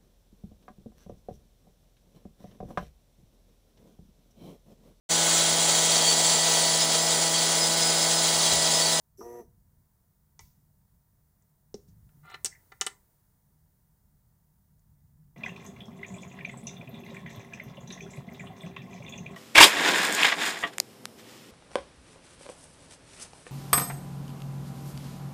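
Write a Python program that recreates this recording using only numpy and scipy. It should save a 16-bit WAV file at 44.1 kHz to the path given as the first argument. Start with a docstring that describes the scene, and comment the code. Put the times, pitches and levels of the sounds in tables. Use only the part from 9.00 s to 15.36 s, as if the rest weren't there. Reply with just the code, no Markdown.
"""Low rumble, a hum and microphone hiss fill a quiet room where a wrist watch lies on a wooden desk.
First its small motor buzzes once: an off-centre weight shakes the wood and the shaft rattles.
A second later something nearby clicks. Then a hand knocks the desk and drags the watch up:
the case scrapes, the strap squeaks, strap and buckle click. One faint tick comes near the end."""
import sys
import numpy as np
from scipy import signal
from scipy.fft import rfft, irfft
from scipy.io import wavfile
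from scipy.ndimage import uniform_filter1d

SR = 44100
rng = np.random.default_rng(int(sys.argv[2]) if len(sys.argv) > 2 else 0)


def waveform_to_disk(signal):
    """Save audio, clipped to [-1, 1], as 16-bit WAV at the path in sys.argv[1]."""
    frames = np.transpose(np.atleast_2d(signal))
    scaled = np.clip(frames, -1, 1) * 32767
    samples = np.round(scaled).astype(np.int16)
    wavfile.write(sys.argv[1], SR, samples)


N = 280476
T = np.arange(N) / SR


def gain_of(db):
    """Turns decibels into a number to multiply by."""
    return 10 ** (np.asarray(db) / 20)


def unit_rms(x):
    """Scales a sound to an average strength (rms) of 1."""
    return x / np.sqrt(np.mean(x ** 2) + 1e-20)


def curves(rows, at=T):
    """Draws straight lines between a table's rows and reads off each later column."""
    points, *columns = np.transpose(rows)
    return [np.interp(at, points, column) for column in columns]


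def add(mix, start_s, sound):
    """Mixes a sound in at its start time."""
    part = mix[round(start_s * SR):][:len(sound)]
    part += sound[:len(part)]


def resonate(x, hz, width_hz):
    """Keeps the sound near one pitch: shifts that pitch down to zero, smooths, shifts back."""
    turn = np.exp(2j * np.pi * np.cumsum(hz * np.ones(len(x))) / SR)
    keep = np.exp(-np.pi * width_hz / SR)
    return 2 * (turn * signal.lfilter([1 - keep], [1, -keep], x / turn)).real


def noise_band(count, first, second):
    """Noise passed through two resonances, each given as (pitch_hz, width_hz)."""
    return unit_rms(resonate(resonate(rng.standard_normal(count), *first), *second))


def noise(spectrum):
    """Steady noise with the given balance of low and high pitches."""
    hz, db = np.transpose(spectrum)
    shape_db = np.interp(np.log(np.fft.rfftfreq(N, 1 / SR) + 1), np.log(hz + 1), db)
    return unit_rms(irfft(rfft(rng.standard_normal(N)) * gain_of(shape_db), N))


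def ring(modes, rise_s=.00079, spread_db=0.):
    """A struck part's tones, each fading 60 dB in its ring_s; where the blow lands changes the mix."""
    t = np.arange(6000) / SR
    out = np.zeros(len(t))
    for hz, db, ring_s in modes:
        louder, higher = spread_db * rng.standard_normal(2)
        tone = np.sin(2 * np.pi * hz * (1 + .00087 * higher) * t)
        out += gain_of(db + louder - 60 * t / ring_s) * tone
    out *= 1 - np.exp(-t / rise_s)
    return out / abs(out).max()


# The rumble's tone: pitch_hz, relative_db
RUMBLE_TONE = [(8.8, -41), (15, -11.5), (43, 1), (81, 0), (113, -1), (145, -3.5), (169, -7.5), (189, -3.5),
               (238, -16), (320, -24.5), (420, -57), (700, -120)]
# Its loudness: time_s, level_db
RUMBLE_LOUDNESS = [(0.0, -73), (0.23, -68), (0.41, -61.5), (1.17, -72), (1.5, -64.5), (2.53, -70.5),
                   (2.99, -61), (4.18, -70.5), (4.94, -66), (5.44, -69), (5.86, -65.5), (6.36, -64)]

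def rumble():
    """A low rumble that rises and falls unevenly."""
    lumps = unit_rms(uniform_filter1d(uniform_filter1d(rng.standard_normal(N), 3000), 3000))
    return gain_of(curves(RUMBLE_LOUDNESS)[0] + 1.5 * lumps) * noise(RUMBLE_TONE)


# The hum's swells: peak_s, level_db, half_length_s
HUM_SWELLS = [(3.1, -62.5, .22), (6.3, -62.5, .45)]

def hum(pitch_hz=148.3, steady_db=-75.5):
    """A fuzzy hum that swells twice."""
    swells = sum(gain_of(db) * np.exp(-((T - s) / half) ** 2) for s, db, half in HUM_SWELLS)
    return (gain_of(steady_db) + swells) * noise_band(N, (pitch_hz, 36), (pitch_hz, 9.4))


# The hiss's tone: pitch_hz, relative_db
HISS_TONE = [(150, -36), (250, -5.5), (369, -6), (444, -6), (563, -9), (623, -6), (830, -9), (934, -4),
             (1070, -10.5), (2000, -15), (2490, -23), (9460, -13.5), (14200, -11.5), (16500, -11.5)]
# Its loudness: time_s, level_db
HISS_LOUDNESS = [(0, -77), (.8, -75), (2.7, -75), (3.6, -68), (4.4, -74.5), (6.36, -76)]

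def hiss(whine_hz=15000, whine_relative_db=-6):
    """Microphone hiss and a thin electronic whine drift in loudness together."""
    whine = gain_of(whine_relative_db) * np.sqrt(2) * np.sin(2 * np.pi * whine_hz * T)
    return gain_of(curves(HISS_LOUDNESS)[0]) * (noise(HISS_TONE) + whine)


# How the room rings on: pitch_hz, ring_s, relative_db
ROOM_TAIL = [(200, .25, -2), (700, 0.33, -3), (1400, 0.18, -0.5), (2050, .22, 3), (3000, 0.15, -4.5),
             (5000, 0.22, -3), (8000, 0.22, -4.5), (12094, 0.15, -5)]

def room(x, near_db=-6, wall_db=-19, tail_db=-15):
    """Sound bounces off things on the desk, then off one wall, then dies away in the room."""
    t = np.arange(SR // 2) / SR
    bounces = np.zeros(len(t))
    at = np.arange(0, len(t) - 10, 10) + rng.integers(0, 10, (len(t) - 1) // 10)
    bounces[at] = rng.choice([-1., 1.], len(at))
    near = bounces * np.exp(-t / .005) * (t > .0008)
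    hz, frame_s, bands = signal.stft(bounces * (t > .006), SR, nperseg=256)
    ring_s, colour_db = curves(ROOM_TAIL, hz[:, None])
    bands *= gain_of(colour_db - 60 * frame_s / ring_s)
    tail = signal.istft(bands, SR, nperseg=256)[1][:len(t)]
    echo = gain_of(near_db) * near / np.linalg.norm(near)
    echo += gain_of(tail_db) * tail / np.linalg.norm(tail)
    echo[round(.0105 * SR)] += gain_of(wall_db)
    return x + signal.fftconvolve(x, echo)[:N]


# Soft pushes on the desk: start_s, level_db, pitch_hz
DESK_PUSHES = [(1.410, -52.5, 79), (1.437, -49.5, 69), (2.744, -40, 208), (2.885, -48.5, 147),
               (3.066, -54.5, 135), (3.173, -52.5, 149)]

def thuds():
    """A hand or the watch presses on the desk, which swings for a few low cycles."""
    out = np.zeros(N)
    for start_s, db, hz in DESK_PUSHES:
        add(out, start_s, gain_of(db) * ring([(hz, 0, .07)], rise_s=.0017))
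    return out


def stroke(start_s, peak_s, peak_db, rise_db_per_s, fall_db_per_s):
    """Times, level and gain of one rub: it sets in, grows to its peak and fades."""
    t = np.arange(start_s, peak_s + 40 / fall_db_per_s, 1 / SR)
    level_db = peak_db - np.where(t < peak_s, rise_db_per_s, fall_db_per_s) * abs(t - peak_s)
    fade_in = np.minimum((t - start_s) / .017, 1) ** 2
    return t, level_db, fade_in * gain_of(level_db)


# Light touches: peak_s, level_db, fall_db_per_s, airy_relative_db
BRUSHES = [(1.412, -68.5, 114, 4), (2.762, -72, 141, -4), (2.886, -74, 350, -9)]

def brushing():
    """Skin or a sleeve brushes past: soft, bright noise with an airy top."""
    out = np.zeros(N)
    for peak_s, db, fall, airy_db in BRUSHES:
        t, _, gain = stroke(peak_s - .02, peak_s, db, 300, fall)
        brush = noise_band(len(t), (6600, 3000), (4800, 4400))
        airy = noise_band(len(t), (14000, 4000), (15000, 5000))
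        add(out, t[0], gain * (brush + gain_of(airy_db) * airy))
    return out


# Rubs of the strap: peak_s, level_db
STRAP_RUBS = [(3.527, -56.5), (3.553, -57), (3.598, -74)]

def squeaks(pitch_hz=1933):
    """The strap rubs and gives short, fuzzy squeaks."""
    out = np.zeros(N)
    for peak_s, db in STRAP_RUBS:
        t, _, gain = stroke(peak_s - .03, peak_s, db, 900, 900)
        add(out, t[0], gain * noise_band(len(t), (pitch_hz, 280), (pitch_hz, 450)))
    return out


# Tones of the desk, watch case and clasp (also used below): pitch_hz, relative_db, ring_s
DESK_TONES = [(374, -6, 0.061), (406, 8, 0.043), (452, -4.5, 0.066), (676, -19, 0.036)]
CASE_TONES = [(790, -6, .03), (964, -2, .03), (1200, -3, .028), (1380, 0, .032), (1600, -5, .022),
              (1800, 0, .024), (1990, 0, .026), (2350, -5, .022)]
CLASP_TONES = [(2665, -8, .022), (2990, -1, .021), (3335, -3, .02), (3680, -4, .022), (4000, -4, .02),
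               (4450, -2, .014), (4690, -2, .012), (5200, -5, .015), (5600, -6, .015), (6350, -7, .016)]
# Pulls across the wood: start_s, peak_s, level_db, fall_db_per_s
PULLS = [(3.076, 3.098, -74, 304), (3.223, 3.348, -50.5, 900)]

def dragging(slips_per_s=2500, rise_db_per_s=97):
    """The watch slides in tiny, uneven slips that knock its case and, as pressure builds, its clasp."""
    out = np.zeros(N)
    for start_s, peak_s, db, fall in PULLS:
        t, level_db, gain = stroke(start_s, peak_s, db, rise_db_per_s, fall)
        slips = gain_of(3.78 * rng.exponential(1, (2, len(t))))
        slips *= rng.random(slips.shape) < slips_per_s / SR
        slips *= rng.choice([-1., 1.], slips.shape)
        body = ring(CASE_TONES) + .584 * ring(CASE_TONES[1:4]) + .13 * ring(DESK_TONES)
        clasp = ring(CLASP_TONES[:5]) * np.exp(-np.arange(6000) / 100)
        dull = unit_rms(signal.oaconvolve(slips[0], body)[:len(t)])
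        bright = unit_rms(signal.oaconvolve(slips[1], clasp)[:len(t)])
        bright_db = -1.5 + 1.1 * (level_db + 48.5)  # louder is also brighter
        add(out, start_s, gain * (dull + gain_of(bright_db) * bright))
    return out


# Tones of the buckle pin and of something small beside the desk: pitch_hz, relative_db, ring_s
PIN_TONES = [(6770, -7, .018), (7000, -8, .018), (7830, -1, .024), (8060, -3, .022), (8450, -6, .025),
             (9200, -11, .02), (10300, -15, .02), (11600, -20, .02)]
NEARBY_TONES = [(960, 0, .028), (1250, -10, .02), (1990, -4, .022), (2250, -6, .025), (3500, -8, .012)]
# What each mix adds to ring_db: crack_db, desk_db, case_or_nearby_db, clasp_db, pin_db
MIXES = {"click": (-10, -19.5, -0.5, -13, -32), "tap": (-17, -17.5, -0.5, -16, -24),
         "knock": (-19, -1.5, -29, -42, -44), "tick": (-8, -10, -9, -17, 0), "snap": (2, -17, -11, -6, -1),
         "clack": (-8.5, -18.5, -4, -1, -24)}
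# Short sounds: start_s, tick_db, tick_hz, ring_db, mix_name (picks a row of MIXES; "click" also rings the
# nearby object's tones in place of the case's) The row at 3.802 s is a faint low sound just before the clack.
SHORT_SOUNDS = [(1.3929, -32.5, 6150, -42, "click"), (1.405, -53, 9500, -50.5, "click"),
                (2.412, -74, 1000, -74, "tap"), (2.424, -57.5, 7000, -71, "tick"),
                (2.7430, -30, 5560, -31, "knock"), (3.0923, -57.5, 2470, -71, "tap"),
                (3.255, -61, 7000, -62, "tick"), (3.2989, -54, 6370, -41.5, "tap"),
                (3.314, -49, 8000, -47.5, "tap"), (3.3413, -50, 4000, -32, "tap"),
                (3.352, -59, 7000, -44, "tap"), (3.4468, -10, 7800, -26, "snap"),
                (3.458, -14, 6050, -28, "snap"), (3.7193, -47.5, 3320, -38.5, "tap"),
                (3.802, -65.5, 998, -53.5, "tap"), (3.812, -8.5, 6670, -19.5, "clack"),
                (3.8655, -14, 8000, -21.5, "clack"), (5.7945, -59, 7000, -81, "tick")]

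def clicks():
    """Each short sound is a tick, a noisy crack and the ringing of hard parts."""
    out = np.zeros(N)
    t, crack_t = np.arange(-40, 120) / SR, np.arange(2000) / SR
    tick_shape = np.exp(-np.where(t < 0, (t / .00012) ** 2, t / .00022))
    swell = 1 - np.exp(-crack_t / .001)  # the crack builds just behind the tick
    for start_s, tick_db, tick_hz, ring_db, mix_name in SHORT_SOUNDS:
        crack_db, *part_db = ring_db + np.array(MIXES[mix_name])
        add(out, start_s + t[0], gain_of(tick_db) * tick_shape * np.sin(2 * np.pi * tick_hz * t))
        crack = noise_band(len(crack_t), (tick_hz, 3600), (tick_hz, 4500))
        add(out, start_s, gain_of(crack_db - 60 * crack_t / .036) * crack * swell)
        parts = (ring(DESK_TONES, .00042, 1.7),
                 ring(NEARBY_TONES if mix_name == "click" else CASE_TONES, .0011, .6),
                 ring(CLASP_TONES, .0035, 1.),
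                 ring(PIN_TONES, .00039, .8))
        add(out, start_s, gain_of(part_db) @ parts)
    return out


def desk_boost(hz):
    """The desk answers most strongly near its two resonances."""
    return 1 + 2.9 / (1 + ((hz - 370) / 40) ** 2) + 11 / (1 + ((hz - 222) / 12) ** 2)


FULL_SPEED_HZ = 119.7  # motor turns per second
# Tones of the bouncing watch: multiple_of_motor_speed, relative_db
BUZZ_TONES = [(1, -23), (2, -11), (3, 0), (4, -1), (5, -14), (6, -7), (7, -23), (8, -11), (9, -29),
              (10, -21), (11, -40), (12, -36), (13, -42), (14, -32), (15, -31), (16, -23), (17, -38),
              (18, -36), (19, -43), (20, -46), (21, -50), (22, -41)]

def bouncing(speed_hz, turns, slowness):
    """The watch pushes on the wood; the tones waver as the contact shifts."""
    wavers = uniform_filter1d(rng.standard_normal((len(BUZZ_TONES), len(turns))), 500, axis=1)
    out = np.zeros(len(turns))
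    for (k, db), waver in zip(BUZZ_TONES, wavers):
        level_db = db + 1.94 * unit_rms(waver) - 10 * k * slowness  # a slow motor sounds duller
        boost = desk_boost(k * speed_hz) / desk_boost(k * FULL_SPEED_HZ)
        out += gain_of(level_db) * boost * np.cos(2 * np.pi * k * turns + .4 * k ** 2)
    return out


# Tones of the motor's housing: pitch_hz, width_hz, relative_db
HOUSING_TONES = [(5730, 310, -6.5), (6040, 510, 3.5), (7800, 1000, -4.5), (10000, 2300, -5.5),
                 (11500, 1300, 1.5), (14100, 2300, -1.5)]

def rattling(turns, slowness, flare):
    """Twice a turn the shaft knocks its housing; flare lifts the lowest tone."""
    beats = np.diff(np.floor(2 * turns), prepend=0) * gain_of(.97 * rng.standard_normal(len(turns)))
    grit = np.exp(-(2 * turns % 1) / 3) * rng.standard_normal(len(turns))
    knocks = unit_rms(beats) + grit
    sag = 1 - .08 * slowness  # lower in pitch while the shaft is slow
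    tones = [gain_of(db) * resonate(resonate(knocks, hz * sag, width), hz * sag, width) / np.sqrt(width)
             for hz, width, db in HOUSING_TONES]
    return unit_rms(sum(tones) + flare * tones[0])


def motor(on_s=.144, rattle_s=.172, bounce_s=.178, hop_s=.2095, off_s=.402):
    """An off-centre weight spins up, makes the watch rattle, bounce and hop, then coasts down."""
    spin_up_s, coast_hz_per_s, held_hz = .025, 460, 96
    t = np.arange(on_s, off_s + .1, 1 / SR)
    since_off = np.maximum(t - off_s, 0)
    speed_hz = FULL_SPEED_HZ * (1 - np.exp(-(t - on_s) / spin_up_s)) - coast_hz_per_s * since_off
    # the desk's resonance holds the shaft back until the watch hops free
    speed_hz = np.minimum(speed_hz, held_hz + 2500 * np.maximum(t - hop_s + .005, 0))
    turns, slowness = np.cumsum(speed_hz) / SR, 1 - speed_hz / FULL_SPEED_HZ

    buzz = bouncing(speed_hz, turns, slowness)
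    hop = ring(CASE_TONES[:3], .0012) + .7 * ring(DESK_TONES)
    loose_parts = hop + .4 * ring(CASE_TONES[5:] + CLASP_TONES[:1], .0012)
    chatter = unit_rms(signal.oaconvolve(rng.standard_normal(len(t)), loose_parts)[:len(t)])
    buzz += .1 * (1 - slowness) ** 8 * chatter
    buzz_db = -45.5 - 11000 * since_off ** 2  # settles ever faster once the power is off
    buzz *= np.clip((t - bounce_s) / .014, 0, 1) ** 2 * gain_of(buzz_db)

    flare = gain_of(18) * np.exp(-((t - hop_s - .01) / .026) ** 2)  # while the watch hops
    rattle = rattling(turns, slowness, flare)
    rattle_db = -61.5 - 7 * (t - rattle_s) - 300 * since_off
    rattle *= np.clip((t - rattle_s) / .0049, 0, 1) * gain_of(rattle_db)

    out = np.zeros(N)
    add(out, on_s, buzz + rattle)
    for k in range(4):  # the hops get weaker and further apart
        add(out, hop_s + .0045 * k * 1.2 ** (k / 2), gain_of(-41 - 2.5 * k) * hop)
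    return out


def scene():
    """The buzz and the handling echo in the room, over the thuds and the background."""
    buzz = room(motor(), near_db=-26, wall_db=-26, tail_db=-17)
    handling = room(clicks() + dragging() + squeaks() + brushing())
    return (buzz + handling + thuds() + rumble() + hum() + hiss())[None]


def record(dry, top_hz=15900):
    """Cuts off the very highest treble."""
    return signal.oaconvolve(dry, signal.firwin(511, top_hz, window=("kaiser", 9), fs=SR)[None], "same")


dry = scene()
out = record(dry)
waveform_to_disk(out)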